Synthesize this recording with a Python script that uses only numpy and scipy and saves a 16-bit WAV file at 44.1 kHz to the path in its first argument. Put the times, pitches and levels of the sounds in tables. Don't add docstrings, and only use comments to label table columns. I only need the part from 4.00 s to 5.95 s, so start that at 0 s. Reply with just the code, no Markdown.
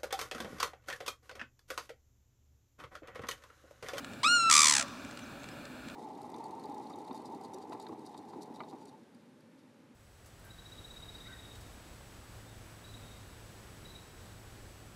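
import sys
import numpy as np
from scipy import signal
from scipy.fft import rfft, irfft
from scipy.io import wavfile
from scipy.ndimage import uniform_filter1d

SR = 44100
rng = np.random.default_rng(int(sys.argv[2]) if len(sys.argv) > 2 else 0)


def generate_wav(signal):
    frames = np.transpose(np.atleast_2d(signal))
    scaled = np.clip(frames, -1, 1) * 32767
    pcm = np.round(scaled).astype(np.int16)
    wavfile.write(sys.argv[1], SR, pcm)


N = 85995


def amp(db):
    return 10 ** (np.asarray(db) / 20)


def unit(x):
    return x / np.sqrt(np.mean(x ** 2))


def curve(table, t):
    rows = np.array(table, float)
    return [np.interp(t, rows[:, 0], column) for column in rows.T[1:]]


def level_at(table, hz):
    rows = np.array(table, float)
    return np.interp(np.log(np.maximum(hz, 1)), np.log(rows[:, 0]), rows[:, 1])


def shape(x, db_at):
    size = 2 ** 18
    hz = np.arange(size // 2 + 1) * SR / size
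    cepstrum = irfft(np.log(amp(db_at(hz))))
    cepstrum[1:size // 2] *= 2
    cepstrum[size // 2 + 1:] = 0
    return irfft(rfft(x, size) * np.exp(rfft(cepstrum)))[:N]


def colour(x, table):
    return shape(x, lambda hz: level_at(table, hz))


def wobble(rate):
    hold = max(int(SR / rate), 2)
    steps = np.repeat(rng.standard_normal(N // hold + 1), hold)
    return unit(uniform_filter1d(steps, hold)[:N])


def gate(t, start, end, attack, release):
    return np.clip((t - start) / attack, 0, 1) * np.exp(-np.maximum(t - end, 0) / release)


def add_click(out, at, gain, size=8):
    samples = np.arange(-size, size + 1) + int(at * SR)
    offset = samples - at * SR
    out[samples] += gain * np.sinc(offset) * np.sinc(offset / (size + 1))


# frequency in Hz, relative level in dB.
AIR_COLOUR = [(25, -19), (60, -7), (130, -2), (200, -1), (270, 3), (400, -9), (700, -8), (1050, -13.5),
              (1400, -9), (1750, -9.5), (1930, -22), (2350, -11), (3100, -20), (3550, -19), (4500, -22),
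              (5600, -29), (7500, -27.5), (10000, -31.5), (15500, -36)]

def air():
    return amp(-48 + .3 * wobble(14.05)) * unit(colour(rng.standard_normal(N), AIR_COLOUR))


CHIRP_HZ, CHIRP_PULSES_PER_S = 6420, 54.3
# start in seconds, length in seconds.
INSECT_CHIRPS = [(1.082, .055), (1.235, 0.055), (1.393, .075)]

def insect(t):
    pulses = 0
    for at, length in INSECT_CHIRPS:
        beat = np.sin(np.pi * CHIRP_PULSES_PER_S * (t - at)) ** 2
        pulses += beat * gate(t, at, at + length, .004, .004)
    tone = np.sin(2 * np.pi * CHIRP_HZ * t + .5 * wobble(200))
    return amp(-60.5 + 2 * wobble(39.63)) * pulses * tone


# time in seconds, pitch in Hz, level in dB.
BIRD_WHISTLES = [
    [(1.205, 6400, -69), (1.235, 5890, -56), (1.25, 5050, -67), (1.268, 4500, -64)],
    [(1.503, 4960, -64), (1.518, 5090, -57), (1.535, 5060, -67)],
]

def small_birds(t):
    out = 0
    for whistle in BIRD_WHISTLES:
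        hz, db = curve(whistle, t)
        phase = 2 * np.pi * np.cumsum(hz * (1 + .015 * wobble(400))) / SR
        out += amp(db) * np.sin(phase) * gate(t, whistle[0][0], whistle[-1][0], .008, .0067)
    return out


# start in seconds, relative level in dB.
DRY_TICKS = [(0.045, -35), (0.1343, -41), (0.8814, -38.5), (1.0477, -41), (1.1105, -41.5), (1.1728, -38),
             (1.1911, -38.5), (1.4325, -41.5), (1.441, -39.5), (1.4875, -40), (1.6533, -39.5), (1.884, -39),
             (1.899, -41)]
# frequency in Hz, boost or cut in dB.
TICK_COLOUR = [(500, -12), (1500, 4), (4200, -1.5), (5800, -8.5), (7800, -4.5), (10500, -21), (15000, -28)]

def ticks(t):
    level = sum(amp(db + 1) * gate(t, at, at + .0018, .0005, .0022) for at, db in DRY_TICKS)
    return colour(level * rng.standard_normal(N), TICK_COLOUR)


# frequency in Hz, boost or cut in dB.
REED_COLOUR = [(400, -1), (1200, 2), (4000, 1), (7500, -5.5), (11000, 1)]
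BANK_COLOUR = [(300, -2), (900, 5), (1300, 4.5), (2000, -4), (3000, -0.5), (6000, -8.5), (12000, -26)]

def echoes(call, t, tone, delay_s, fade_s):
    tail = rng.standard_normal(N) * (t > delay_s) * np.exp(-np.log(1000) * t / fade_s)
    cloud = signal.fftconvolve(call, tail / np.linalg.norm(tail))[:N]
    return colour(cloud, tone)


# time in seconds, pitch in Hz, level in dB,
# level of the octave above in dB, depth of the throb from 0 to 1.
SINKING_TONE = [(0.499, 1315, -26, -41, 0), (0.515, 1255, -27, -43, 0.5), (0.535, 1190, -33.5, -47, 0.4),
                (0.565, 1179, -30, -45, 0.63), (0.605, 1151, -31, -41, 0.62), (0.645, 1095, -33, -44, 0.73),
                (0.695, 1040, -39, -48, 0.79), (0.745, 880, -46, -49, 0.98), (0.80, 723, -46.5, -45, 0.94),
                (0.845, 572, -50.5, -55, 1)]

def undertone(t):
    hz, db, octave_db, depth = curve(SINKING_TONE, t)
    start, end = SINKING_TONE[0][0], SINKING_TONE[-1][0]
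    phase = 2 * np.pi * np.cumsum(hz * (1 + .028 * depth ** 2 * wobble(200))) / SR
    tone = amp(db) * np.sin(phase) + amp(octave_db) * np.sin(2 * phase)
    flutter_hz = curve(RATTLE_BURSTS, t)[0]
    cycles = np.cumsum(flutter_hz * (t > start)) / SR
    throb = 1 + depth * np.cos(2 * np.pi * (cycles - .41))
    return throb * tone * gate(t, start, end, .006, .0076)


SLOW_START, SPEED_UP_S = .36, .0023
KNOCK_FROM_S, KNOCK_GROW_S = .714, .093
# time in seconds, bursts per second, snaps per second reached in a burst,
# share of the cycle that the airway is open, relative level in dB.
RATTLE_BURSTS = [(0.4988, 80.6, 1150, 0.23, -2), (0.511, 76, 1229, .42, 0), (0.545, 76.4, 1297, .48, -1),
                 (0.62, 76.4, 1315, .47, -2.5), (0.69, 76, 1159, .46, -2.5), (0.712, 70.5, 1113, .40, -4.5),
                 (0.765, 68.7, 973, 0.34, -5.5), (0.797, 67, 876, 0.38, -9.5), (0.826, 62, 755, 0.2, -14.5)]
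# frequency in Hz, boost or cut in dB.
SNAP_COLOUR = [(300, -51), (620, -17), (1030, -4.5), (1400, -4), (1800, 0), (3000, -5.5), (5000, -0.5),
               (6300, 2), (8200, -2), (10000, -9.5), (12000, -23.5), (15500, -39)]
KNOCK_COLOUR = [(300, -42), (650, -5), (1100, -13.5), (1600, 0), (2200, -7), (2700, -3.5), (4000, -14),
                (10000, -27)]

def rattle():
    snaps, knocks = np.zeros(N), np.zeros(N)
    start = RATTLE_BURSTS[0][0]
    while start < RATTLE_BURSTS[-1][0] + .004:
        flutter_hz, snap_hz, open_share, db = curve(RATTLE_BURSTS, start)
        snap_hz *= 1 + .015 * rng.standard_normal()
        knock_gain = amp(db / 2) * np.clip((start - KNOCK_FROM_S) / KNOCK_GROW_S, 0, 1)
        age, length = 0, open_share / flutter_hz
        for late, loud in rng.standard_normal((12, 2)):
            if age > length:
                break
            edge_db = -4.5 * (2 * age / length - 1) ** 2
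            add_click(snaps, start + age, -amp(db + edge_db + .5 * loud))
            add_click(knocks, start + age, -knock_gain)
            age += (1 + SLOW_START * np.exp(-age / SPEED_UP_S) + .026 * late) / snap_hz
        start += 1 / flutter_hz
    return amp(5.5) * colour(snaps, SNAP_COLOUR) + amp(-1.5) * colour(knocks, KNOCK_COLOUR)


HOARSE_S, RASP_S = .032, .017
DIP_HZ, DIP_WIDTH_HZ, DIP_DB, BILL_OPEN_S = 6780, 850, -13, .313
# time in seconds, pitch in Hz, relative level in dB, brightness in dB per octave.
BUGLE_NOTE = [(0.231, 945, -33, 1.5), (0.240, 1092, -34.5, 0), (0.245, 1156, -28.5, -1.5),
              (0.255, 1261, -27, -0.5), (0.274, 1288, -25.5, 1.5), (0.281, 1394, -27, 1.5),
              (0.298, 1400, -27, 1), (0.316, 1420, -25.5, -0.5), (0.340, 1430, -24, -0.3),
              (0.368, 1407, -27.5, 0), (0.392, 1373, -28.5, 0), (0.445, 1345, -28, -2),
              (0.499, 1328, -25.5, -3)]
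# frequency in Hz, relative level in dB.
HARMONIC_COLOUR = [(1000, 1.5), (1400, 0.5), (2700, -4.5), (4100, -6), (5600, -12), (6400, -10.5),
                   (7100, -8.5), (8400, -12), (9400, -33.5), (11500, -38), (15000, -46)]
RASP_COLOUR = [(400, -10), (800, -9), (1500, 2), (3000, -5), (5000, 3), (6500, -1), (7700, -4), (9500, -8),
               (12000, -30), (15500, -28)]

def bugle(t):
    hz, db, brightness = curve(BUGLE_NOTE, t)
    start, end = BUGLE_NOTE[0][0], BUGLE_NOTE[-1][0]
    age = np.maximum(t - start, 0)
    hoarse = np.exp(-age / HOARSE_S)
    hz *= 1 + .0007 * wobble(350) + .018 * hoarse * wobble(600)
    phase = 2 * np.pi * np.cumsum(hz) / SR
    bill_shut = np.clip((BILL_OPEN_S - t) / .021, 0, 1)
    voice = 0
    for k in range(1, 12):
        harmonic_db = level_at(HARMONIC_COLOUR, k * hz) + brightness * np.log2(k)
        flicker_db = (.2 * k + 4 * hoarse) * wobble(180)
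        dip_db = DIP_DB * bill_shut * np.exp(-((k * hz - DIP_HZ) / DIP_WIDTH_HZ) ** 2)
        voice -= amp(harmonic_db + flicker_db + dip_db) * np.cos(k * phase)
    puffs = rng.standard_normal(N) * (1 + np.cos(phase))
    rasp = unit(colour(puffs, RASP_COLOUR))
    voice += rasp * (amp(-27) + amp(-8) * np.exp(-age / RASP_S))
    level = amp(db + 2.5 * hoarse * wobble(300))
    return voice * level * gate(t, start, end, attack=.0017, release=.0068)


def scene():
    t = np.arange(N) / SR
    call = bugle(t) + rattle() + undertone(t)
    near = amp(-8.5) * echoes(call, t, REED_COLOUR, delay_s=.00072, fade_s=.08)
    far = amp(-20) * echoes(call, t, BANK_COLOUR, delay_s=.014, fade_s=1.7)
    return (call + near + far + ticks(t) + small_birds(t) + insect(t) + air())[None]


TOP_HZ = 15750
# frequency in Hz, width in Hz, boost or cut in dB.
MIC_BANDS = [(260, 50, 4), (580, 70, 5), (1420, 110, 3), (2150, 150, -3), (2420, 150, 2), (2850, 110, 4),
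             (3080, 300, -4), (3600, 180, 3), (4260, 150, 4), (4660, 150, -6), (4920, 140, 3),
             (6700, 150, -5), (7480, 200, 6), (7700, 80, -6), (7850, 170, 3)]

def record(dry):
    def mic_db(f):
        return sum(db / (1 + (2 * (f - hz) / width) ** 2) for hz, width, db in MIC_BANDS)

    treble_cut = signal.ellip(10, .2, 80, TOP_HZ, fs=SR, output="sos")
    return signal.sosfilt(treble_cut, shape(dry[0], mic_db))[None]


dry = scene()
out = record(dry)
generate_wav(out)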